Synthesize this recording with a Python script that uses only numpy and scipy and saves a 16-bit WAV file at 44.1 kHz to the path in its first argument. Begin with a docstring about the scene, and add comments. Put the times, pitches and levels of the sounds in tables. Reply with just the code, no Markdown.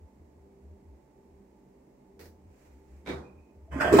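"""Small tiled restroom: a low ventilation drone, and low thumps of movement that swell into a rumble.
Something clicks lightly, a sleeve rustles, then the flush button goes in with a clunk and a thin ring.
The valve opens: water seeps, rushes down the pipe with gulps of air, and bursts into the bowl.
The water is a hail of drops and bursting bubbles that rings pipe and bowl; the room booms under it."""
import sys
import numpy as np
from scipy import signal
from scipy.fft import rfft, irfft
from scipy.io import wavfile

SR = 44100
rng = np.random.default_rng(int(sys.argv[2]) if len(sys.argv) > 2 else 0)


def bounce(signal):
    """Save signal as a 16-bit WAV file at the path given by the first command-line argument."""
    frames = np.transpose(np.atleast_2d(signal))
    limited = np.clip(frames, -1, 1)
    pcm = np.round(limited * 32767).astype(np.int16)
    wavfile.write(sys.argv[1], SR, pcm)


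N = 176400
T = np.arange(N) / SR
HZ = np.fft.rfftfreq(2 * N, 1 / SR)
CENTRE = np.array([[1], [0]])  # mid only


def amp(db):
    """Decibels to gain."""
    return 10 ** (np.asarray(db) / 20)


def unit(x):
    """Scale to rms 1."""
    return x / np.sqrt(np.mean(x ** 2) + 1e-20)


def read(points, hz):
    """Interpolate on a log-frequency axis."""
    f, value = np.transpose(points)
    return np.interp(np.log(hz + 1), np.log(f + 1), value)


def level(points):
    """Gain curve through (time_s, level_db) points."""
    return amp(np.interp(T, *np.transpose(points)))


def tint(x, db):
    """Minimum-phase filter; one gain per bin of HZ."""
    log_gain = np.log(amp(np.maximum(db, -100)))
    phase = -signal.hilbert(np.r_[log_gain, log_gain[-2:0:-1]]).imag[:N + 1]
    return irfft(rfft(x, 2 * N) * np.exp(log_gain + 1j * phase))[..., :N]


def narrow(hz, width_hz):
    """Steep resonance peak; full width at quarter height."""
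    return 1 / (1 + (2 * (HZ - hz) / width_hz) ** 2) ** 2


def noise(gain):
    """Mid/side noise of a given spectrum, rms 1."""
    white = rng.standard_normal((2, 2 * N))
    return unit(irfft(rfft(white) * gain)[:, :N])


def add(mix, start_s, sound):
    """Mix in place."""
    part = mix[:, round(start_s * SR):][:, :sound.shape[-1]]
    part += sound[..., :part.shape[1]]


def room(direct, t60_scale=1):
    """Mid/side response of the tiles: direct spike plus dense echoes that die by band."""
    # freq_hz, t60_s
    decay = [(100, 0.5), (400, 0.4149), (1000, .5), (2500, 0.2074), (6000, 0.3546), (15000, 0.3162)]
    hz, t, bands = signal.stft(rng.standard_normal((2, SR)), SR, nperseg=256)
    t60_s = t60_scale * read(decay, hz)[:, None]
    tail = signal.istft(bands * amp(-60 * t / t60_s), SR, nperseg=256)[1]
    tail /= np.linalg.norm(tail[0])
    tail[0, 0] += direct
    return tail / np.linalg.norm(tail[0])


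def hits(rows, colour, direct, t60_scale):
    """Short blows in the room, each with its own tilt above 500 Hz."""
    out = np.zeros((2, N))
    octaves = np.log2(np.maximum(HZ, 500) / 500)
    shape_db = read(colour, HZ)
    for start_s, db, tilt_db_per_oct in rows:
        blow = np.zeros((2, N))
        add(blow, start_s, amp(db) * room(direct, t60_scale) * np.sqrt(SR / 100))  # 10 ms of energy
        out += tint(blow, shape_db + tilt_db_per_oct * octaves)
    return out / np.sqrt(np.mean(amp(shape_db) ** 2))


def drone_and_rumble():
    """Steady air drone; separately, low thumps from movement and the flush swell into a wavering rumble."""
    # freq_hz, density_db
    air = [(20, -32), (40, -6.5), (68, 1), (100, -32), (130, -4.5), (160, -13), (200, -6), (300, -5.5),
           (420, -9), (640, -18), (900, -19), (1350, -34.5), (2100, -33.5), (3300, -44.5), (7500, -41.5),
           (9500, -47.5), (16000, -47.5)]
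    # pitch_hz, relative_db
    modes = [(134.6, -70), (193.8, -63.5), (247.6, -71.5), (312.2, -76), (393.0, -64), (602.9, -76.5),
             (872.1, -74)]
    # peak_s, level_db, half_length_s
    thumps = [(0.043, -48.5, 0.032), (0.22, -53.5, 0.035), (0.4, -57, 0.093), (0.658, -51, .035),
              (0.724, -48.5, 0.036), (0.908, -50, .06), (1.345, -60.5, 0.088), (2.273, -55, 0.11),
              (2.486, -54, 0.054), (2.75, -54.5, 0.082), (2.96, -50.5, 0.069), (3.156, -43.5, 0.067),
              (3.387, -53.5, 0.053), (3.583, -50, 0.021), (3.64, -48.5, 0.027), (3.753, -37, 0.044),
              (3.866, -39.5, 0.03), (3.97, -37.5, 0.067)]
    rumble_hz, waver_hz = 73.35, 6
    drone = sum(amp(db) * noise(narrow(hz, width_hz=11.3)) for hz, db in modes)
    envelope = sum(amp(db) * np.exp(-((T - peak_s) / half_s) ** 2) for peak_s, db, half_s in thumps)
    pitch_hz = rumble_hz + waver_hz * noise(narrow(0, width_hz=42.4))[0]
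    rumble = envelope * unit(np.sin(2 * np.pi * np.cumsum(pitch_hz) / SR))
    return amp(-60.5) * noise(amp(read(air, HZ))) + amp(-4) * drone + rumble * CENTRE


def clicks():
    """A quick run of light clicks echoes off the tiles."""
    # start_s, level_db, tilt_db_per_oct
    ticks = [(2.1935, -47.5, -1), (2.203, -67.5, 4), (2.212, -49, -0.6), (2.230, -56, 0),
             (2.243, -60.5, 1.1), (2.257, -58.5, 1.5)]
    # freq_hz, density_db
    colour = [(90, -18), (150, -8), (290, -6), (410, 1.5), (700, -12), (1190, -18), (2050, -13),
              (3200, -24.5), (4500, -17.5), (8000, -27), (10000, -29), (15000, -23)]
    return hits(ticks, colour, direct=0.38, t60_scale=0.72)


def sleeve():
    """Cloth slides faintly as an arm reaches for the button."""
    # time_s, level_db
    envelope = [(2.3, -120), (2.52, -77.5), (2.63, -70.5), (2.85, -80), (2.97, -74), (3.06, -82),
                (3.2, -120)]
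    # freq_hz, density_db
    colour = [(300, 2), (1200, -0.5), (2400, -1), (3400, -12.5), (7500, -7), (9500, -14.5), (16000, -15)]
    rustle = noise(amp(read(colour, HZ)))
    flutter_db = noise(narrow(0, width_hz=100))[0]
    return level(envelope) * rustle * amp(flutter_db)


def button():
    """The button rattles home, its plate rings, and the held mechanism squeaks thinly."""
    # start_s, level_db, tilt_db_per_oct
    knocks = [(3.053, -70, 6.5), (3.062, -42, 2.5), (3.073, -37.5, 2.4), (3.081, -32, -1.7),
              (3.090, -37, 3), (3.096, -37.5, 1.5), (3.102, -35.5, -1), (3.117, -42, -7),
              (3.136, -41.5, -5.5)]
    # freq_hz, density_db
    colour = [(40, -29), (90, -15), (140, -2), (220, -2), (360, 3), (560, -10), (800, -11.5), (1500, -17.5),
              (2300, -18), (3000, -29.5), (3700, -23.5), (4600, -33.5), (8000, -45), (16000, -58.5)]
    # pitch_hz, relative_db, t60_s
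    plate = [(370.4, -22, 0.57), (492, -15, 0.6), (1544, -21, 0.28), (2290, -11.5, 0.12), (3760, -19, .12)]
    # time_s, level_db
    squeak = [(3.2, -130), (3.235, -77), (3.265, -65.5), (3.31, -72.5), (3.35, -86), (3.385, -73),
              (3.43, -81), (3.465, -80), (3.55, -90), (3.66, -110), (3.7, -130)]
    out = hits(knocks, colour, direct=0.31, t60_scale=1.2)
    t = T[:SR]
    for start_s, db, _ in knocks:
        ring = sum(amp(mode_db - 60 * t / t60_s) * np.sin(2 * np.pi * (hz * t + rng.random((2, 1))))
                   for hz, mode_db, t60_s in plate)
        add(out, start_s, amp(db) * ring)
    flutter_db = 2.5 * noise(narrow(0, width_hz=150))[0]
    return out + level(squeak) * unit(amp(flutter_db)) * noise(narrow(hz=2470, width_hz=290))


def gulps_and_booms():
    """Air pockets gulp and ring; two low booms of a room resonance swell under the flush."""
    # start_s, pitch_hz, level_db, swell_s, t60_s; the booms are the rows near 130 Hz
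    tones = [(3.680, 655, -54, 0.0034, 0.17), (3.722, 129, -37, 0.021, .3), (3.756, 267, -25, 0.0063, 0.12),
             (3.787, 310, -30, 0.0035, 0.03), (3.851, 594, -24.5, 0.0026, 0.077),
             (3.877, 620, -25, 0.0035, 0.068), (3.921, 356, -12.5, 0.0018, 0.039),
             (3.933, 124.5, -30, .015, 0.26), (3.936, 401.5, -8, 0.0029, .06),
             (3.949, 257, -11.5, 0.0036, 0.051), (3.986, 384, -16, 0.0022, 0.041)]
    rise_per_s, echo_db = 0.5, -16
    out, t = np.zeros((2, N)), T[:SR // 4]
    for start_s, hz, db, swell_s, t60_s in tones:
        envelope = np.minimum(t / swell_s, 1) * amp(db - 60 * np.maximum(t - swell_s, 0) / t60_s)
        add(out, start_s, envelope * np.sin(2 * np.pi * hz * t * (1 + rise_per_s * t / 2)))
    echo = signal.fftconvolve(out, room(direct=0), axes=1)[:, :N]
    return out * CENTRE + amp(echo_db) * echo


def water(colour, start_s, rise_s, db, settle_db, settle_s, drops_per_s, spread_db):
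    """One surge: drops and bursting bubbles ring pipe and bowl, swell, then settle to a steady flow."""
    # pitch_hz, half_width_hz, lift_db
    resonances = [(443, 28, 0), (607, 22.6, 11), (674, 21, 9.5), (773, 14, 5), (857, 13, 12), (961, 32, 8),
                  (1130, 27, 3.5), (1271, 25, 7.5), (1560, 120, 4.5), (1796, 40, 10.5), (2560, 83, 9),
                  (3023, 37, 15), (3420, 38, 6.5), (4900, 120, 2), (7470, 150, 4.5), (7800, 210, 6)]
    sizes = amp(spread_db * np.minimum(rng.exponential(1, N), 4)) * rng.choice([-1, 1], N)
    drops = sizes * (rng.random(N) < drops_per_s / SR)
    wet = signal.fftconvolve(drops[None], room(direct=0.38, t60_scale=0.46), axes=1)[:, :N]
    lift_db = sum(peak_db * narrow(hz, 2 * half_hz) for hz, half_hz, peak_db in resonances)
    age_s = np.maximum(T - start_s, 0)
    attack = np.minimum(age_s / rise_s, 1) ** 2
    settled = 1 - np.exp(-np.maximum(age_s - rise_s, 0) / settle_s)
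    return attack * amp(db + settle_db * settled) * unit(tint(wet, read(colour, HZ) + lift_db))


def flush():
    """Water seeps past the valve, rushes and gurgles down the pipe, gushes from the rim, hits the bowl."""
    # each: freq_hz, density_db
    seep = [(60, -17.5), (110, -17), (170, -11), (270, -5.5), (550, -17.5), (900, -19), (1150, -16.5),
            (1450, -19.5), (2050, -18), (2700, -33), (3350, -31.5), (3700, -50), (5000, -41), (7700, -40),
            (10000, -48), (16000, -54)]
    rush = [(120, -29), (200, -14), (440, -11), (620, -10), (1000, -10.5), (1500, -0.5), (1850, -5.5),
            (2200, -14), (2600, -17.5), (3350, -27.5), (3700, -35), (4800, -26.5), (6500, -34.5),
            (8000, -30), (9000, -38), (16000, -40)]
    gurgle = [(60, -29), (110, -8.5), (420, -3), (620, -3), (730, -4), (1000, -19), (1300, -26),
              (1800, -28), (2600, -36), (3350, -22.5), (3700, -55)]
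    gush = [(60, -34), (100, -8), (180, -12.5), (370, 5), (520, -16), (750, -42.5), (1200, -17.5),
            (1700, -36), (2300, -30), (3000, -38.5), (4500, -40.5), (7600, -40.5), (9000, -47),
            (16000, -46.5)]
    splash = [(90, -53), (150, -12), (260, 0.5), (450, -5.5), (700, -7.5), (1080, -7), (1500, -20),
              (1900, -17), (2400, -29), (3100, -28.5), (4000, -26), (5000, -33), (7800, -37.5),
              (12000, -38), (16000, -47)]
    # colour, start_s, rise_s, level_db, settle_db, settle_s, drops_per_s, spread_db
    surges = [(seep, 3.704, 0.018, -45, 8.5, 0.054, 1500, 2.5),
              (rush, 3.793, 0.018, -24, -15, 0.053, 2200, 3),
              (gurgle, 3.815, 0.032, -26.5, -4, 0.068, 700, 2),
              (gush, 3.919, 0.01, -15, -3.5, 0.058, 2500, 3),
              (splash, 3.981, 0.0083, -13.5, -2, 0.059, 2800, 4)]
    return sum(water(*surge) for surge in surges)


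def scene():
    """Sum in mid/side, spread to left/right; the bass stays near the middle."""
    # freq_hz, side_gain_db
    width = [(60, -14.5), (130, -31.5), (380, -10.5), (520, -3), (1000, -1.5), (4000, 0.5), (15000, -0.5)]
    # freq_hz, left_over_right_db
    balance = [(60, 1.1), (300, -2.8), (1000, -2), (2200, -7), (4000, -1.5), (8000, -4), (15000, 3)]
    mid, side = drone_and_rumble() + clicks() + sleeve() + button() + flush() + gulps_and_booms()
    side = tint(side, read(width, HZ))
    lean_db = read(balance, HZ) / 2
    return np.array([tint(mid + side, lean_db), tint(mid - side, -lean_db)])


def record(dry):
    """Steep low-pass band limit."""
    cutoff_hz = 15850
    taps = signal.firwin(511, cutoff_hz, window=("kaiser", 9), fs=SR)
    return signal.oaconvolve(dry, taps[None], "same")


dry = scene()
out = record(dry)
bounce(out)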